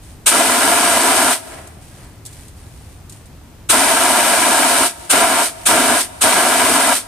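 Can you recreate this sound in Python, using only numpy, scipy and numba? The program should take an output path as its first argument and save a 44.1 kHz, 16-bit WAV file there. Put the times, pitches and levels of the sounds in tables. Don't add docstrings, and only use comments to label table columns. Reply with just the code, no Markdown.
import sys
import numpy as np
from scipy import signal
from scipy.fft import rfft, irfft
from scipy.io import wavfile
from scipy.ndimage import uniform_filter1d
from numba import njit

SR = 44100
rng = np.random.default_rng(int(sys.argv[2]) if len(sys.argv) > 2 else 0)


def log_audio(samples):
    frames = np.atleast_2d(samples).T
    limited = np.clip(frames, -1, 1)
    pcm = np.round(limited * 32767).astype(np.int16)
    wavfile.write(sys.argv[1], SR, pcm)


N = 312088
T = np.arange(N) / SR
HZ = np.maximum(np.fft.rfftfreq(N, 1 / SR), 1)


def undb(db):
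    return 10 ** (np.asarray(db) / 20)


def colour(points):
    hz, db = np.transpose(points)
    return undb(np.interp(np.log(HZ), np.log(hz), db))


def resonances(modes):
    power = 0
    for hz, width_hz, db in modes:
        detuning = (HZ - hz) / width_hz * np.sqrt(2)
        power = power + undb(2 * db) / (1 + detuning ** 2) ** 2
    return np.sqrt(power)


def noise(gain):
    x = irfft(rfft(rng.standard_normal(N)) * gain, N)
    return x / x.std()


def walk(rate_hz):
    return noise(1 / (1 + (HZ / rate_hz) ** 4))


def gate(start, stop, rise_s, fall_s):
    build = 1 - np.exp(-(np.maximum(T - start, 0) / rise_s) ** 2)
    drain = np.exp(-np.maximum(T - stop, 0) / fall_s)
    return build * drain


def spells(rows, rise_s, fall_s):
    return sum(undb(db) * gate(start, start + length_s, rise_s, fall_s) for start, length_s, db in rows)


def tail(delay_s, t60):
    response = rng.standard_normal((2, N)) * gate(delay_s, delay_s, delay_s, t60 / np.log(1000))
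    return response / np.sqrt(np.sum(response ** 2, axis=1, keepdims=True))


# frequency in Hz, density in dB per Hz.
TOWN_COLOUR = [(20, -6), (60, -2), (95, -1.5), (200, -13.5), (320, -16.5), (480, -23.5), (750, -23.5),
               (1300, -30), (3500, -37), (6000, -39), (9000, -39.5), (15000, -44)]


def town(level_db=-39.0, wide_hz=900, low_cut_hz=34):
    shape = colour(TOWN_COLOUR) / np.hypot(1, (low_cut_hz / HZ) ** 2)
    width = np.hypot(.12, HZ / (HZ + wide_hz))
    side_level = np.linalg.norm(shape * width) / np.linalg.norm(shape)
    side = noise(shape * width) * side_level
    return undb(level_db) * (noise(shape) + np.outer([1, -1], side))


# delay in ms, gain.
WALL_ECHO = [(3.14, 0.29), (3.0, 0.48)]
# frequency in Hz, gain in dB.
PATIO_SCATTER = [(150, -10), (400, -11), (750, -7.5), (1200, -2), (2500, -0.5), (5200, 8), (8300, 0.5),
                 (9600, 0), (11000, 15)]


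def on_patio(gain, stone_db=-10, stone_t60=0.099, stone_hz=2600):
    near = np.array([1 + echo * np.exp(-2j * np.pi * HZ * ms / 1000) for ms, echo in WALL_ECHO])
    bounces = undb(stone_db) * rfft(tail(0.0032, stone_t60)[0]) / np.hypot(1, HZ / stone_hz)
    scatter = colour(PATIO_SCATTER)
    white = rfft(rng.standard_normal((3, N)))
    mix = (near + bounces) * white[0] + scatter * white[1:]
    x = irfft(gain * mix / np.hypot(1, scatter), N)
    return x / x.std()


# frequency in Hz, density in dB per Hz.
FIZZ_COLOUR = [(800, -28), (1700, -10), (3500, -11.5), (5500, -12), (7300, -10.5), (9200, -5), (11000, -13),
               (15000, -22)]
# start in seconds, length in seconds, level in
# dB.
FIZZES = [(0, .11, -49.5), (1.8, .25, -49), (2.245, .2, -46.5), (2.55, .38, -53), (3.09, .07, -50)]
FIZZ_RISE_S, FIZZ_FALL_S = .02, .06
AFTER_FIZZ_HOLD_S, AFTER_FIZZ_FALL_S = .19, .065
# frequency in Hz, width in Hz, level in dB.
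HORN_MODES = [(350, 35, 0), (705, 90, -4)]
HORN_RISE_S = .13
# start in seconds, level in dB ahead of the tick_db trim.
TICKS = [(1.6721, -28.5), (2.2516, -26), (2.2613, -22.5), (2.3291, -32), (2.4813, -32), (3.0954, -27.5),
         (3.1223, -28.5), (3.2565, -37)]
# frequency in Hz, density in dB per Hz.
TICK_COLOUR = [(1000, -32), (2500, -18), (3700, -6), (5500, -7), (8000, 2), (10000, 0), (14000, -14),
               (15500, -15.5)]
TICK_T60_S = .072


def dry_ice(fizz_db=0, grain_db=2, tick_db=-6, simmer_db=-65, horn_db=-7):
    after = [(opens + held_s, AFTER_FIZZ_HOLD_S, left_db) for opens, _, _, _, held_s, _, _, _, left_db in BLASTS]
    horn_fizz = spells(after, FIZZ_RISE_S, AFTER_FIZZ_FALL_S)
    boiling = horn_fizz + spells(FIZZES, FIZZ_RISE_S, FIZZ_FALL_S) + undb(simmer_db)
    fizz = boiling * undb(fizz_db + grain_db * walk(250)) * on_patio(colour(FIZZ_COLOUR))
    ticks = sum(undb(db + tick_db) * gate(s, s, 0.00043, TICK_T60_S / np.log(1000)) for s, db in TICKS)
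    hum = spells(after, HORN_RISE_S, AFTER_FIZZ_FALL_S) * undb(horn_db)
    return fizz + ticks * on_patio(colour(TICK_COLOUR)) + hum * on_patio(resonances(HORN_MODES))


def houses(x, delay_s=0.074, t60=1.0):
    far = irfft(rfft(x) * colour(HOUSE_ECHO), N)
    return signal.fftconvolve(far, tail(delay_s, t60), axes=1)[:, :N]


# frequency in Hz, gain in dB.
HOUSE_ECHO = [(100, -31), (300, -27), (700, -24), (1000, -29), (1600, -30.5), (4000, -31), (12000, -32)]

BILLOW_PEAK_S, BILLOW_PERIOD_S, BILLOW_SETTLE_S = .108, .375, .55
FRESH_BOOST, CHILL_S = 1.0, .22


def billow(start):
    age = np.maximum(T - start, 0)
    past_crest = age - BILLOW_PEAK_S
    swing = np.cos(2 * np.pi * past_crest / BILLOW_PERIOD_S) * np.exp(-past_crest / BILLOW_SETTLE_S)
    return swing + FRESH_BOOST * np.exp(-age / CHILL_S)


# valve opens in seconds, valve travel in seconds, liquid lag in seconds,
# liquid lasts in seconds, valve held in seconds, spit in dB, and ahead of the layer trims roar in dB
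# and boom in dB, then fizz left behind in dB.
BLASTS = [(.257, .012, .048, 1.010, 1.081, -2, -.9, -1.8, -37.5),
          (3.686, .018, .032, 1.120, 1.182, -2.5, -.6, -1.6, -38),
          (5.091, .017, .029, .305, .370, -1.5, .7, 1, -38),
          (5.651, .016, .028, .298, .364, -.5, .2, 1.4, -50),
          (6.205, .016, .024, .692, .764, -2, -.1, -.8, -52)]
# frequency in Hz, density in dB per Hz.
HISS_COLOUR = [(150.0, -37), (400.0, -13), (1000.0, -12.5), (2000.0, -9.5), (3700.0, -8), (5500.0, -8.0),
               (7000.0, -9.5), (8100.0, -3.5), (9000.0, 0.0), (9900.0, -3.9), (11000.0, -9.5),
               (13500.0, -13.5), (15000.0, -25.5)]
# frequency in Hz, density in dB per Hz.
SPIT_COLOUR = [(150, -25), (330, -12.5), (1050, -9), (1450, 1), (1900, -17), (2300, -8), (3100, -7),
               (3750, -6), (5000, -17.5), (7200, -4.5), (8900, 1), (13500, -17.5), (15500, -29)]
# frequency in Hz, width in Hz, level in dB.
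BOOM_MODES = [(102, 42, -18), (257, 58, 0), (350, 44, -4.5), (449, 59, -3.5)]
# frequency in Hz, width in Hz, level in dB.
ROAR_MODES = [(562, 25, -7), (711.6, 124, 0), (960, 180, -2.5), (1182, 21, -2), (1414, 217, -3.5),
              (1646, 160, -6), (2018, 78, -8.5), (2323, 380, -10), (2994, 350, -12), (3730, 220, -15)]
JET_LAG_S = .002


def extinguisher(roar_db=-4.5, boom_db=-14, hiss_db=-5.1, flutter_db=0.97, throb_db=1.3, grit_db=0.87,
                 roar_billow_db=.75, boom_billow_db=1.3, hiss_billow_db=.65):
    gas = liquid = surge = spit = 0
    for opens, travel_s, lag_s, liquid_s, held_s, spit_db, liquid_db, surge_db, _ in BLASTS:
        arrives = opens + lag_s
        ends = arrives + liquid_s
        swing = billow(arrives)
        gas_gate = gate(opens + JET_LAG_S, opens + held_s, rise_s=travel_s, fall_s=0.023)
        gas = gas + undb(hiss_billow_db * swing) * gas_gate
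        liquid_gate = gate(arrives, ends, rise_s=0.0097, fall_s=0.026)
        liquid = liquid + undb(liquid_db + roar_billow_db * swing) * liquid_gate
        surge_gate = gate(arrives, ends - .02, rise_s=0.014, fall_s=0.037)
        surge = surge + undb(surge_db + boom_billow_db * swing) * surge_gate
        spit = spit + undb(spit_db) * gate(opens, arrives - .006, rise_s=travel_s, fall_s=0.0087)
    roar = liquid * undb(roar_db + flutter_db * walk(43)) * on_patio(resonances(ROAR_MODES))
    boom = surge * undb(boom_db + throb_db * walk(16)) * on_patio(resonances(BOOM_MODES))
    hiss = gas * undb(hiss_db + grit_db * walk(300)) * on_patio(colour(HISS_COLOUR))
    return roar + boom + hiss + spit * on_patio(colour(SPIT_COLOUR))


# start in seconds, length in seconds, level in dB.
PUFFS = [(1.39, .16, -34.5), (1.87, .19, -48.5)]
PUFF_RISE_S, PUFF_FALL_S = .07, .085
# frequency in Hz, density in dB per Hz.
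SIGH_COLOUR = [(150, -12), (300, -4.5), (650, -4), (1200, -8.5), (2100, -8), (3300, -20), (7000, -27),
               (14000, -45)]


def bag(sigh_db=0, flap_db=2.0):
    puffs = spells(PUFFS, PUFF_RISE_S, PUFF_FALL_S)
    return puffs * undb(sigh_db + flap_db * walk(20)) * on_patio(colour(SIGH_COLOUR))


def scene():
    near = extinguisher() + dry_ice() + bag()
    return near + houses(near) + town()


@njit
def follow(x, attack, release):
    y, level = np.empty(len(x)), 0.
    for i in range(len(x)):
        level += (x[i] - level) * (attack if x[i] > level else release)
        y[i] = level
    return y


# frequency in Hz, gain in dB, phase lead in radians.
MICROPHONES = [(60, -1.3, 0), (180, 2.5, 0.038), (400, 0.7, 0.15), (754, 2.5, -0.26), (1200, 0.5, -0.029),
               (2500, 2, 0.19), (5230, -.5, 0.77), (8300, 1.9, 0.26), (9600, -.6, 0.17),
               (11000, -3.5, 0.42), (13500, -3, .5)]
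TOP_HZ = 15300


def record(dry, threshold_db=-12.5, ratio=9, attack_s=0.012, release_s=0.17):
    hz, _, lead = np.transpose(MICROPHONES)
    left_over_right = colour(np.array(MICROPHONES)[:, :2]) * np.exp(1j * np.interp(HZ, hz, lead))
    x = irfft(rfft(dry) * left_over_right ** np.array([[.5], [-.5]]), N)
    power = uniform_filter1d(np.mean(x ** 2, axis=0), size=220)
    over_db = np.maximum(10 * np.log10(np.abs(power) + 1e-12) - threshold_db, 0)
    duck_db = follow(over_db * (1 - 1 / ratio), 1 / (attack_s * SR), 1 / (release_s * SR))
    overloaded = np.clip(x * undb(-duck_db), -1, 1)
    top_cut = signal.ellip(10, .2, 90, TOP_HZ, fs=SR, output="sos")
    return signal.sosfilt(top_cut, overloaded)


dry = scene()
out = record(dry)
log_audio(out)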